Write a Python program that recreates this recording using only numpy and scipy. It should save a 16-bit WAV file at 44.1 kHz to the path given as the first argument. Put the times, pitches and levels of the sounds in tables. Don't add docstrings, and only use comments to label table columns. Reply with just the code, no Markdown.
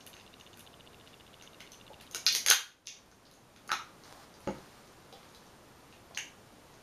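import sys
import numpy as np
from scipy import signal
from scipy.fft import rfft, irfft
from scipy.io import wavfile

SR = 44100
rng = np.random.default_rng(int(sys.argv[2]) if len(sys.argv) > 2 else 0)


def put_to_file(sound):
    columns = np.atleast_2d(sound).T
    safe = np.clip(columns, -1, 1)
    whole_steps = np.round(safe * 32767)
    wavfile.write(sys.argv[1], SR, whole_steps.astype(np.int16))


def amplitude_ratio(level_db):
    exponent = np.asarray(level_db, float) / 20
    return 10 ** exponent


N = 300762


def band(x, hz, width_hz):
    return signal.lfilter(*signal.iirpeak(hz, hz / width_hz, fs=SR), x)


def ring(hz, t60, rise_s, phase, size):
    t = np.arange(size) / SR
    decay = np.exp(-np.log(1000) * t / t60)
    return np.sin(2 * np.pi * hz * t + phase) * (1 - np.exp(-t / rise_s)) * decay


def add(track, s, grain, db):
    i = int(s * SR)
    if i >= 0:
        scaled = grain * amplitude_ratio(db) / np.abs(grain).max()
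        track[i:i + len(grain)] += scaled[:N - i]


def curve(rows):
    return np.interp(np.arange(N) / SR, *np.transpose(rows))


# (frequency [Hz], density [dB per Hz])
HISS_SPECTRUM = [(20, -6.5), (110, 1), (350, -1.5), (1150, -6.5), (2000, -13), (6800, -19.5), (10500, -23),
                 (14000, -31.5)]


def hiss():
    hz = np.fft.rfftfreq(N, 1 / SR)
    shape_hz, shape_db = np.transpose(HISS_SPECTRUM)
    shape = amplitude_ratio(np.interp(np.log(hz + 1), np.log(shape_hz), shape_db))
    air = irfft(rfft(rng.standard_normal(N)) * shape, N)
    whine = band(rng.standard_normal(N), 11800, 120)
    return air / air.std() * amplitude_ratio(-56.5) + whine / whine.std() * amplitude_ratio(-79)


# (delay [s], level [dB])
REFLECTIONS = [(.0105, -13), (.0135, -15), (.0195, -14), (.033, -17)]
# (band centre [Hz], t60 [s], level [dB])
REVERBERATION = [(200, .35, -28), (600, .3, -30), (1400, .35, -29.5), (3000, .32, -30), (6000, .31, -30),
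                 (11000, .24, -28.5)]


def room(x):
    t = np.arange(SR // 2) / SR
    noise = rng.standard_normal((len(REVERBERATION), len(t)))
    tail = sum(amplitude_ratio(db - 60 * t / t60) * band(n, hz, hz) for (hz, t60, db), n in zip(REVERBERATION, noise))
    answer = tail * (1 - np.exp(-(t / 0.005) ** 2))
    answer[0] = 1
    for s, db in REFLECTIONS:
        answer[int(s * SR)] += amplitude_ratio(db)
    return signal.fftconvolve(x, answer)[:N]


# (frequency [Hz], level [dB], t60 [s])
LENS_MODES = [(2860, 6, 0.015), (3640, 4, 0.013), (4160, -7, 0.0093)]
LONG_STEPS = [0, 3, 4, 6, 14, 15, 19, 21, 23, 24, 26, 27, 28]


def focus_motor():
    start_s, step_s, steps = -0.0025, 0.06675, 33
    short_gap_ms, long_gap_ms = 8.6, 12.3
    start_tick_db, stop_tick_db, scatter_db = -45.5, -42.5, 1.85
    start_tilt_db = 3.5
    out = np.zeros(N)
    chance = rng.standard_normal((steps, 2, len(LENS_MODES), 2))
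    force = rng.standard_normal((steps, 2))
    for k in range(steps):
        gap_ms = long_gap_ms if k in LONG_STEPS else short_gap_ms
        ticks_db = np.array([start_tick_db, stop_tick_db]) + scatter_db * force[k]
        for late_ms, tilt_db, db, draws in zip((0, gap_ms), (start_tilt_db, 0), ticks_db, chance[k]):
            tick = np.zeros(900)
            for m, ((hz, mode_db, t60), (a, b)) in enumerate(zip(LENS_MODES, draws)):
                level = amplitude_ratio(mode_db + m * tilt_db + 0.83 * a)
                tick += level * ring(hz * (1 + 0.026 * b), t60, 0.00027, 3 * b, size=900)
            add(out, start_s + k * step_s + late_ms / 1000, tick, db)
    return out


# (start [s], hold [s], level [dB], fade [dB per s])
STROKES = [
    (4.06, 0.18, -57, 250),
    (4.44, 0.27, -59.5, 35),
    (5.15, 0.32, -67.5, 120),
]


def rustle():
    rise_db_per_s = 300
    t = np.arange(N) / SR
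    grains = rng.standard_normal(N) * amplitude_ratio(2.6 * rng.exponential(size=N))
    rub = band(grains, 3900, 1800) + 3.5 * band(grains, 960, 890)
    strokes = np.zeros(N)
    for s, hold_s, db, fade_db in STROKES:
        swell = rise_db_per_s * np.maximum(s - t, 0)
        fade = fade_db * np.maximum(t - s - hold_s, 0)
        strokes += amplitude_ratio(db - swell - fade)
    return rub / rub.std() * strokes


# (time [s], peak level [dB], frequency [Hz], t60 [s])
KNOCKS = [(1.902, -42, 560, 0.02), (2.148, -44, 430, 0.018), (2.35, -44, 433, 0.024),
          (2.463, -40.5, 530, 0.022), (2.499, -30.5, 449, 0.027), (2.51, -48, 700, .04),
          (3.678, -51, 250, 0.028), (3.717, -45.5, 392, 0.03), (4.165, -56, 810, 0.038),
          (5.125, -44, 510, 0.033), (6.11, -44.5, 670, 0.012)]


def knocks():
    out = np.zeros(N)
    for s, db, hz, t60 in KNOCKS:
        low = ring(hz, t60, 0.0015, 0, size=4000)
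        overtone = ring(1.543 * hz, 1.17 * t60, 0.0057, 0, size=4000)
        add(out, s, low + 1.24 * overtone, db)
    return out


# (frequency [Hz], level [dB], t60 [s])
TABLE_MODES = [(62, -22, .5), (148.7, -4, 0.13), (202, -3.5, .14), (297, 5.5, 0.048), (358, 1, 0.052),
               (538, 7, 0.04), (638, -11.5, 0.063), (836, -2, 0.053), (1220, -3, 0.027)]


def thump():
    out = np.zeros(N)
    blow = -sum(amplitude_ratio(db) * ring(hz, t60, 0.0012, 0, size=16000) for hz, db, t60 in TABLE_MODES)
    add(out, 4.4728, blow, -24.5)
    return out


# (time [s], frequency [Hz], peak level [dB])
HOLLOW_RINGS = [(2.2652, 4250, -8), (2.2652, 3830, -16), (2.2652, 4860, -19), (2.5101, 1200, -22.5),
                (2.5101, 1110, -26.5), (2.8672, 10600, -46.5), (2.8722, 2850, -40.5), (2.8712, 3620, -34.5),
                (2.8712, 5970, -30.5), (2.8713, 4530, -37.5), (2.871, 10500, -45), (2.8765, 2200, -49),
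                (3.692, 1320, -34), (3.6925, 4700, -38.5), (3.703, 1600, -27.5), (3.7168, 873, -33.5),
                (3.7172, 1300, -18.5), (3.7168, 3960, -21), (3.7173, 5260, -29.5), (5.136, 3560, -47.5),
                (5.348, 4100, -47), (6.173, 1940, -27.5), (6.1752, 1730, -40), (6.1754, 2400, -42),
                (6.1754, 2810, -23.5), (6.1754, 6240, -25.5)]


def hollow_pieces():
    out = np.zeros(N)
    for s, hz, db in HOLLOW_RINGS:
        add(out, s, ring(hz, 17 / hz, 0.00027, 0, size=2000), db)
    return out


# (frequency [Hz], width [Hz])
SNAP_BANDS = [(1300, 1100), (2450, 1700), (4200, 2400), (6350, 1000), (10700, 4600)]
CREAKS = [(.0065, -39.5, 4600, 17, -35), (.0653, -41, 4080, 5, 8.5), (.1382, -48, 3500, 2, -30),
          (.1669, -40.5, 2600, 7, -30), (.1992, -46, 4400, 11, -20), (.382, -49, 3200, 16, -28),
          (.4002, -47.5, 6000, 8, -2), (.531, -50, 6300, 14, -16), (.573, -44, 3000, 8, 5),
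          (.5942, -40, 4400, 18, 6.5), (1.0796, -35, 3180, 24, -17), (1.2466, -62, 2800, 14, -5),
          (1.4234, -42.5, 4200, 3.5, -2), (1.605, -33, 3070, 9, -7), (1.7192, -36, 5370, 14, -4),
          (2.0119, -37.5, 3200, 10.5, -0.5), (2.112, -37.5, 5800, 9, 0)]
CRACKS = [(2.1473, -21, 5550, 5, -2.5), (2.2571, -58, 3000, 1, 21), (2.2603, -48, 6300, 6.5, 13.5),
          (2.2654, -6, 4180, 29, -12.5), (2.2675, -10.5, 4100, 12.5, -37.5),
          (2.287, -12.5, 4200, 47.5, -39.5), (2.3256, -18, 4200, 29.5, -2), (2.35, -14.5, 5540, 7.5, -2.5),
          (2.3585, -20, 4500, 14.5, 2), (2.4627, -14.5, 4600, 5, -1), (2.475, -23, 2530, 21, 5.5),
          (2.4844, -9.5, 4970, 7.5, -19), (2.5009, -5, 4800, 18, 1), (2.5027, -5.5, 6340, 20, -20),
          (2.5107, -4, 2600, 10, -20.5), (2.5132, -6.5, 4570, 18.5, -11), (2.5206, -19.5, 5030, 4, 5.5),
          (2.8575, -43, 4600, 26, -14), (2.868, -45.5, 6300, 14.5, -8), (2.8712, -31, 4900, 29, -26),
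          (2.876, -23.5, 3200, 34, -40)]
# (time [s], peak level [dB], pitch of the
# piece [Hz], fall away from it [dB per octave], fizz [dB])
HANDLING = [(3.115, -51, 6300, 2, -13), (3.2536, -45, 4220, 28.5, -27), (3.2674, -46, 4497, 22, -20),
            (3.3134, -45, 4200, 24.5, 0.5), (3.339, -50, 6300, 20, -0.5), (3.5623, -42, 2800, 11, -12),
            (3.6768, -37, 5100, 21, 0), (3.6936, -29, 1300, 10, -24), (3.702, -47, 1300, 12, -26),
            (3.7168, -16, 3070, 10, -11.5), (4.037, -37, 4500, 25, -32), (4.3408, -40, 4500, 27, -34),
            (4.405, -57, 4200, 3, 12), (4.4744, -33, 1300, 3, -40),
            (4.8766, -46, 5100, 18, -22), (5.1269, -33.5, 3800, 32, -12), (5.1612, -42, 3200, 22, -36),
         (5.231, -39.5, 3200, 22, -20), (5.29, -50, 6000, 11, -18), (5.348, -41, 4200, 20, -4),
         (5.4663, -45.5, 4600, 24, -35), (5.9261, -37.5, 3100, 18, -23), (6.148, -24.5, 4760, 43, -27),
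         (6.174, -35, 5900, 0, -11), (6.1743, -36.5, 6300, -1, 5.5), (6.74, -48, 4900, 10, -21)]


def snaps():
    tear_db, tear_s = -17.5, 0.0025
    out = np.zeros(N)
    t = np.arange(1200) / SR
    for s, db, piece_hz, fall_db, fizz_db in CREAKS + CRACKS + HANDLING:
        slips = amplitude_ratio(tear_db) * rng.standard_normal(len(t)) * np.exp(-t / tear_s)
        slips[0] = 1
        kicks_db = [-fall_db * abs(np.log2(hz / piece_hz)) for hz, _ in SNAP_BANDS[:-1]]
        kicks_db.append(fizz_db)
        for k, ((hz, width_hz), kick_db) in enumerate(zip(SNAP_BANDS, kicks_db)):
            grain = band(band(slips, hz, width_hz), hz, 1.21 * width_hz)
            add(out, s, (-1) ** k * grain, db + kick_db - 2.5)
    return out


# (time [s], level [dB])
GAIN = [
    (2.503, 0),
    (2.515, -9),
    (2.6, -10.5),
    (2.84, -10.5),
    (2.98, -4.5),
    (3.45, -3.5),
    (3.85, 0),
]


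def gain_control():
    return amplitude_ratio(curve(GAIN))


def scene():
    table = (snaps() + hollow_pieces() + knocks() + thump()) / gain_control()
    return (hiss() + focus_motor() + rustle() + room(table))[None]


def low_pass(x):
    return signal.sosfilt(signal.butter(12, 16320, fs=SR, output="sos"), x)


def record(dry):
    ceiling = 0.85
    x = dry - 0.72 * band(dry, 7850, 500)
    x = ceiling * np.tanh(x * gain_control() / ceiling)
    x = signal.sosfilt(signal.ellip(6, 0.5, 38, 15100, fs=SR, output="sos"), x)
    return low_pass(x)


dry = scene()
out = record(dry)
put_to_file(out)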